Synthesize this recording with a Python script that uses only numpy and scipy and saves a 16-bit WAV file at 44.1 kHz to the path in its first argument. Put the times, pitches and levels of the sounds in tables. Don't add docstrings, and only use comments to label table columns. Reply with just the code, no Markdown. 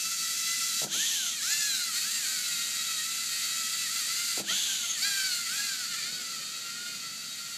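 import sys
import numpy as np
from scipy import signal
from scipy.fft import rfft, irfft, next_fast_len
from scipy.io import wavfile
from scipy.ndimage import map_coordinates

SR = 44100
rng = np.random.default_rng(int(sys.argv[2]) if len(sys.argv) > 2 else 0)


def bounce(signal):
    frames = np.transpose(np.atleast_2d(signal))
    limited = np.clip(frames, -1, 1)
    pcm = np.round(limited * 32767).astype(np.int16)
    wavfile.write(sys.argv[1], SR, pcm)


N = 333837
TIME = np.arange(N) / SR

# [start/s,
# slowest outer tooth rate/Hz, slowest inner/Hz, spin-up/s, top outer/Hz, top inner/Hz, sag/s,
# dip before the move/dB, swell/dB, strain/dB, judder/share of speed]
MOVES = [(0.893, 394.3, 396, 0.18, 937, 905, 0.16, -1, 3.5, -4.5, 0.013),
         (1.413, 540, 540, 0.155, 882, 695, 0.245, 4.5, 2.5, 4.5, 0.005),
         (1.94, 598, 597.3, 0.064, 790, 629, 0.051, 1.5, 0, -3, 0.013),
         (2.025, 663.4, 631, 0.12, 950.5, 671.6, 0.14, -2.5, 1, -1, 0.016),
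         (2.24, 799.4, 609, 0.047, 773.5, 635, 0.099, 1.5, 0, -1.5, 0.017),
         (3.881, 622, 618, 0.097, 678.3, 697, 0.11, 0.5, -1.5, 3, .016),
         (4.025, 612.4, 612.2, 0.21, 700.5, 676, 0.15, -2.5, 0.5, 2, 0.015),
         (4.447, 387.4, 387, 0.16, 847, 821, 0.18, -0.5, 3.5, -8.5, 0.015),
         (4.985, 582.5, 584, 0.09, 805.7, 662.6, 0.315, 2.5, 2, 7, 0.00404),
         (5.482, 660, 639, 0.11, 829, 679, 0.21, 2, 0.5, 3, 0.02),
         (5.86, 642, 572, 0.042, 719, 611.4, 0.093, 0.5, -0.5, 0.5, 0.0095),
         (5.95, 645, 573, 0.041, 708, 615.5, 0.1, 0, -1, 1, 0.0095),
         (6.02, 644.7, 572, 0.12, 742.5, 634.8, 0.13, -0.5, -1, 1.5, 0.00998)]
# [t/s, time until driving forwards again/s, stall level change/dB, extra strain/dB]
BUMPS = [(.842, 0.51, -17.5, 12), (4.401, 0.564, -15.5, 15)]
STALL_S = 0.028


def amp(db):
    return 10 ** (np.asarray(db) / 20)


def unit(x):
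    return x / np.sqrt(np.mean(x ** 2) + 1e-20)


def curve(rows):
    s, *columns = np.transpose(rows)
    return np.squeeze([np.interp(TIME, s, c) for c in columns])


def colour(x, points):
    hz, db = np.transpose(points)
    size = next_fast_len(N)
    f = np.fft.rfftfreq(size, 1 / SR)
    gain = amp(np.interp(np.log(f + 1), np.log(hz), db))
    return irfft(rfft(x, size) * gain, size)[:N]


def band(x, lo_hz, hi_hz, order=2):
    sos = signal.butter(order, [lo_hz, min(hi_hz, .49 * SR)], "band", fs=SR, output="sos")
    return signal.sosfilt(sos, x)


def wander(rate):
    knots = signal.resample(rng.standard_normal(1024), 8192)
    return unit(np.interp(TIME * rate % 1024, np.arange(8192) / 8, knots))


def resonate(x, hz, pole_width_hz):
    turn = np.exp(2j * np.pi * np.cumsum(hz * np.ones(len(x))) / SR)
    r = np.exp(-np.pi * pole_width_hz / SR)
    baseband = signal.lfilter([(1 - r) ** 2], [1, -2 * r, r * r], x / turn)
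    return 2 * (turn * baseband).real


def ventilation(air_db=-57.5):
    # [f/Hz, relative level/dB]
    air_colour = [(18, -70), (30, -53), (70, -23), (102, -7.5), (233, 0.5), (296, -8), (450, -16.5),
                  (540, -9), (590, -24.5), (659, -12), (918, -16), (1100, -18), (1430, 2), (2420, -120)]
    # [f/Hz, rms level/dB]
    hum_tones = [(155, -69.5), (238, -67.5)]
    air = amp(air_db) * unit(colour(rng.standard_normal(N), air_colour))
    hum = 0
    for hz, db in hum_tones:
        cycles = np.cumsum(hz + 1.97 * wander(12)) / SR
        hum = hum + amp(db) * np.sqrt(2) * np.sin(2 * np.pi * cycles)
    return air + hum


def wheel_roll():
    # [t/s, level/dB]
    roll_level = [(5.9, -70), (6.15, -60), (6.6, -63), (7.57, -72)]
    rumble = band(rng.standard_normal(N), 170, 570, order=3)
    return amp(curve(roll_level)) * unit(rumble * amp(1.9 * wander(30)))


def squeaks(pole_width_hz=227):
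    # [t/s, width at 1/e/s, f/Hz, level/dB]
    squeak_rows = [(4.914, 0.055, 6520, -34), (6.003, 0.081, 2340, -44)]
    out = np.zeros(N)
    for s, length_s, hz, db in squeak_rows:
        envelope = np.exp(-(2 * (TIME - s) / length_s) ** 2)
        out += amp(db) * envelope * unit(resonate(rng.standard_normal(N), hz, pole_width_hz))
    return out


def knocks(ring_db=-5, crack_t60_s=0.049, push_s=0.0013, push_db=-8):
    # [t/s, blow gain/dB, crack level in the blow/dB]
    blows = [(0.817, -33.5, 3), (0.83, -25.5, -21), (0.832, -36, 1), (0.843, -27, -1), (0.867, -29, -8),
             (0.948, -39, -1), (0.961, -32, -11), (4.374, -38, 8.5), (4.397, -30.5, -0.5), (4.406, -32, -6),
             (4.435, -37, -4), (4.506, -35, -6), (4.522, -35, -12), (6.126, -39.5, -14)]
    # [nominal f/Hz, relative level/dB, t60/s]
    panel = [(158.5, -4, 0.43), (198, 10.5, 0.15), (287, 4, 0.17), (332.6, -2.5, 0.37), (418, -18, 0.11),
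             (626, -13, 0.54)]
    out, t = np.zeros(N + SR), np.arange(SR // 3) / SR
    for s, db, crack_db in blows:
        ring = np.zeros(len(t))
        for hz, level_db, t60_s in panel:
            mode_hz = hz * rng.uniform(0.93, 1.03)
            ring += amp(level_db - 60 * t / t60_s) * np.sin(2 * np.pi * mode_hz * t)
        crack = band(rng.standard_normal(len(t)), 140, 850, order=3) * amp(-60 * t / crack_t60_s)
        push = band((1 - t / push_s) * np.exp(-t / push_s), 190, 1200)
        parts = [(ring_db, ring), (crack_db, crack), (push_db, push)]
        blow = sum(amp(part_db) * part / abs(part).max() for part_db, part in parts)
        out[round(s * SR):][:len(t)] += amp(db) * blow
    return band(out[:N], 153, 1050)


def surge(start_s, spin_up_s, sag_s, sag_shape=1.9):
    risen = 1 - (1 - np.clip((TIME - start_s) / spin_up_s, 0, 1)) ** 2
    sagging_s = np.maximum(TIME - start_s - spin_up_s, 0)
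    return risen, np.exp(-(sagging_s / sag_s) ** sag_shape)


def speeds(brake_s=.04, judder_s=.2, judder_per_s=70):
    # [t/s, f/Hz]
    outer_cruise = [(0, 663.7), (.8, 682), (1.36, 617), (1.9, 608), (2.36, 714.6), (2.82, 676), (3.01, 631),
                    (3.11, 677), (3.5, 679.7), (3.65, 652.5), (3.8, 683), (4.88, 656), (5.42, 633.4),
                    (5.84, 702.7), (6.42, 652), (6.82, 712.5), (7.11, 653), (7.2, 693.5), (7.57, 688.6)]
    # [t/s, f/Hz]
    inner_cruise = [(0, 663), (.29, 648), (.55, 672), (1.4, 605), (1.77, 685.3), (2.47, 654), (2.6, 633),
                    (3, 641.4), (3.12, 660.3), (3.39, 629), (3.62, 648.8), (4.91, 648.5), (5.82, 639.7),
                    (6.3, 674.4), (6.41, 610), (6.6, 644), (6.84, 610.7), (7.15, 645.7), (7.57, 631)]
    cruise = hz = np.array([curve(outer_cruise), curve(inner_cruise)])
    judder = 0
    for start_s, outer_low_hz, inner_low_hz, spin_up_s, outer_hz, inner_hz, sag_s, *_, shudder in MOVES:
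        slowest_hz = np.array([[outer_low_hz], [inner_low_hz]])
        top_hz = np.array([[outer_hz], [inner_hz]])
        risen, left = surge(start_s, spin_up_s, sag_s)
        goal_hz = cruise + (top_hz - cruise) * left
        takeover = np.clip(1 + (TIME - start_s) / brake_s, 0, 1)
        hz = hz + takeover * (slowest_hz + risen * (goal_hz - slowest_hz) - hz)
        judder = np.maximum(judder, shudder * takeover * np.exp(-((TIME - start_s) / judder_s) ** 2))
    return hz * (1 + judder * np.array([wander(judder_per_s), wander(judder_per_s)]))


def effort():
    # [t/s, level/dB]
    cruise_level = [(0, -34.5), (.3, -33), (.85, -31), (1.75, -33), (2.2, -30.5), (2.9, -31.5), (4.3, -29),
                    (5.3, -30), (6, -29), (6.45, -32), (7.57, -35)]
    lull_lead_s, lull_s = 0.041, 0.039
    rest_strain_db, grip_s = -.7, 0.033
    strain_hold, strain_shape = 1.15, 3.7
    recover_s, kick_s = 0.068, .06
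    level_db, strain_db = curve(cruise_level), rest_strain_db
    for start_s, _, _, spin_up_s, _, _, sag_s, lull_db, swell_db, load_db, _ in MOVES:
        risen, left = surge(start_s, spin_up_s, sag_s)
        lull = np.exp(-((TIME - start_s + lull_lead_s) / lull_s) ** 2)
        level_db = level_db + swell_db * risen * left - lull_db * lull
        elapsed_s = np.maximum(TIME - start_s, 0)
        gripped = np.minimum(elapsed_s / grip_s, 1)
        held = np.exp(-(elapsed_s / (spin_up_s + sag_s * strain_hold)) ** strain_shape)
        strain_db = strain_db + load_db * gripped * held
    for s, _, drop_db, kick_db in BUMPS:
        since_stall_s = TIME - s - STALL_S
        level_db = level_db + drop_db * np.interp(since_stall_s, [-STALL_S, 0, recover_s], [0, 1, 0])
        strain_db = strain_db + kick_db * np.interp(since_stall_s, [0, kick_s, 2 * kick_s], [0, 1, 0])
    return level_db, strain_db


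def backwards(back_share=0.93, slack_share=0.11, flank_s=0.029):
    backing = 0
    for s, length_s, *_ in BUMPS:
        begun_s = TIME - s - STALL_S
        remaining_s = s + length_s - TIME + flank_s / 2
        backing = backing + np.clip(np.minimum(begun_s, remaining_s) / flank_s, 0, 1)
    return np.clip(slack_share + (back_share - slack_share) * backing, 0, 1)


def backlash(per_s=2500):
    return unit((rng.random(N) < per_s / SR) * rng.standard_normal(N))


def gearbox(speed_hz, overtones_db, flutter_rate=110, bite=0.47, count=10, size=480):
    uneven = .21
    worn = .85
    flutter = .0028 * wander(flutter_rate) + .004 * wander(26) + .005 * wander(11)
    teeth = np.cumsum(speed_hz * (1 + flutter)) / SR
    tooth, whine = teeth % count, np.zeros(N)
    for multiple, db in enumerate(overtones_db, 1):
        pinion = unit(rng.standard_normal(count))
        runout = np.interp(tooth, np.arange(count + 1), np.append(pinion, pinion[0]) - pinion.mean())
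        sway_db = 2.5 * wander(30) + 1.2 * wander(5)
        tone = np.cos(2 * np.pi * (multiple * teeth + rng.random()))
        whine += amp(db + sway_db) * (1 + uneven * runout) * tone
    angle = teeth / count * size
    surface = map_coordinates(rng.standard_normal(size), [angle], order=3, mode="grid-wrap")
    landing = bite + np.exp(-(teeth % 1) / 0.81)
    grit = landing * (rng.standard_normal(N) + worn * surface)
    contact_db = 1.5 * wander(30) + 1.3 * wander(100)
    return whine * amp(contact_db), unit(grit * amp(.3 * contact_db))


def strained_whine(outer, inner, turning, strain_db, back, relief_db=-8, drag_db=9, back_db=-5):
    # [f/Hz, gain/dB]
    strain_colour = [(1400, -4), (1600, 6), (2150, -3), (2500, 6), (3100, 2), (3750, 5), (4350, 7),
                     (4750, 4), (5250, 10), (5650, -5)]
    strain = amp(strain_db)
    extra = np.maximum(strain - 1, 0) * colour(outer, strain_colour)
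    inner_gain_db = np.clip(strain_db / 4, 0, 1) * (relief_db + drag_db * turning) + back_db * back
    return outer * np.minimum(strain, 1) + extra + inner * amp(inner_gain_db)


def case_ring(x, pole_width_hz=460):
    # [t/s, f/Hz, gain/dB]
    case = [(0, 4180, -10), (1.6, 4100, -2), (1.67, 4100, 9), (1.77, 4000, 11), (1.93, 4220, 2),
            (1.975, 4260, 11), (2.04, 4420, -11), (2.15, 4560, -18), (2.62, 3830, 0), (3.9, 4020, -18),
            (4.9, 4564, -3), (5.03, 4525, 2), (5.22, 4400, -5), (5.35, 4234, 10), (5.5, 4393, -3),
            (7.57, 4484, -8)]
    case_hz, case_db = curve(case)
    return amp(case_db) * resonate(x, case_hz, pole_width_hz)


def flank_rattle(grit, back):
    # [f/Hz, relative level/dB]
    forward = [(600, -32), (1050, -23.5), (1350, -8.5), (2200, -5.5), (3300, -6.5), (4000, 2), (4700, 5),
               (5200, -3), (7300, 3.5), (8500, -3), (10500, -8), (12000, -6.5), (15200, -16)]
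    # [f/Hz, relative level/dB]
    backward = [(600, -25.5), (1050, -15), (1500, -12), (2400, -3), (2750, -1), (3150, 7.5), (4100, 4),
                (4500, 4), (5400, -5), (6400, 6), (7400, 3.5), (8400, -7.5), (12000, -7.5), (15200, -26)]
    return (1 - back) * unit(colour(grit, forward)) + back * unit(colour(grit, backward))


def reversing_whine(whine, back, skip_db=3, skip_per_s=28):
    # [f/Hz, gain/dB]
    back_whine = [(850, 7), (1250, -5), (1480, 3), (1850, 4), (2050, -4), (2600, -7), (3200, 2.5),
                  (6000, -18)]
    float_after_s, float_s, float_db = 0.242, 0.028, -10
    floating = sum(np.exp(-((TIME - s - float_after_s) / float_s) ** 2) for s, *_ in BUMPS)
    broken = amp(skip_db * wander(skip_per_s)) * colour(whine, back_whine)
    return ((1 - back) * whine + back * broken) * amp(float_db * floating)


def robot(chatter=0.42, case_rasp=0.53, rattle_db=-3, side_rattle_db=-1.5):
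    # [outer motor level/dB, inner motor level/dB]
    mesh = [(-24, -24), (-14, -18), (-15.5, -15), (-20, -15.5), (-18.5, -21), (-20, -14.5), (-18, -15),
            (-22.5, -23), (-31.5, -37)]
    # [f/Hz, gain/dB]
    housing = [(500, -19), (850, -16), (1130, -14.5), (1340, -2.5), (1950, -1.5), (2250, -3), (2500, -2),
               (3200, 1), (3550, -5), (3820, 1.5), (4200, -1), (4600, 3.5), (5020, -1.5), (5300, 1.5),
               (5750, -5.5), (6500, 1), (7100, 18.5), (10000, -2)]
    # [f/Hz, gain/dB]
    away_colour = [(1380, 2.5), (1950, 0), (4000, 1)]
    # [f/Hz, gain/dB]
    side_colour = [(1300, -1), (3400, 2), (4600, 0), (5600, 6.5), (7000, 2)]
    # [t/s, gain/dB]
    share_gain = [(0, 7.5), (3.6, 2), (5.6, -2), (6.4, -40), (7.57, -4)]
    outer_db, inner_db = np.transpose(mesh)
    outer_hz, inner_hz = speeds()
    level_db, strain_db = effort()
    back = backwards()
    outer, outer_grit = gearbox(outer_hz, outer_db)
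    inner, inner_grit = gearbox(inner_hz, inner_db)
    turning = np.clip((outer_hz - inner_hz - 60) / 80, 0, 1)
    whine = strained_whine(outer, inner, turning, strain_db, back)
    grit = unit(unit(outer_grit + inner_grit) + chatter * backlash())
    whine += case_ring(whine + case_rasp * grit)
    rattle = flank_rattle(grit, back)
    whine = reversing_whine(whine, back)
    away = np.interp(TIME, [5.42, 6.32], [0, 1])
    whine = (1 - away) * whine + away * colour(whine, away_colour)
    side_on = np.interp(TIME, [1.5, 1.98], [1, 0])
    rattle_gain = amp(rattle_db + side_rattle_db * side_on)
    sound = amp(level_db) * (rattle_gain * rattle + colour(whine, housing))
    sound = (1 - side_on) * sound + side_on * colour(sound, side_colour)
    bright_share = colour(sound, [(5000, -11.5), (9000, -6.5)])
    return sound + (amp(curve(share_gain)) - 1) * bright_share


def room(x, t60_s=0.49, wet_db=-13, near_db=-13, count=6):
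    t = np.arange(SR // 2) / SR
    tail = rng.standard_normal(len(t)) * amp(-60 * t / t60_s) * (t > .008)
    echo = amp(wet_db) * tail / np.linalg.norm(tail)
    near = rng.integers(SR // 400, SR // 60, count)
    echo[near] += amp(near_db) * rng.choice([-1, 1], count) / np.sqrt(count)
    echo[0] = 1
    return signal.fftconvolve(x, echo / np.linalg.norm(echo))[:N]


def scene():
    sound = room(robot() + squeaks() + knocks()) + ventilation() + wheel_roll()
    return np.array([sound, sound])


def record(dry, edge_hz=15400):
    lowpass = signal.firwin(511, edge_hz, window=("kaiser", 9), fs=SR)
    return signal.oaconvolve(dry, lowpass[None], "same")


dry = scene()
out = record(dry)
bounce(out)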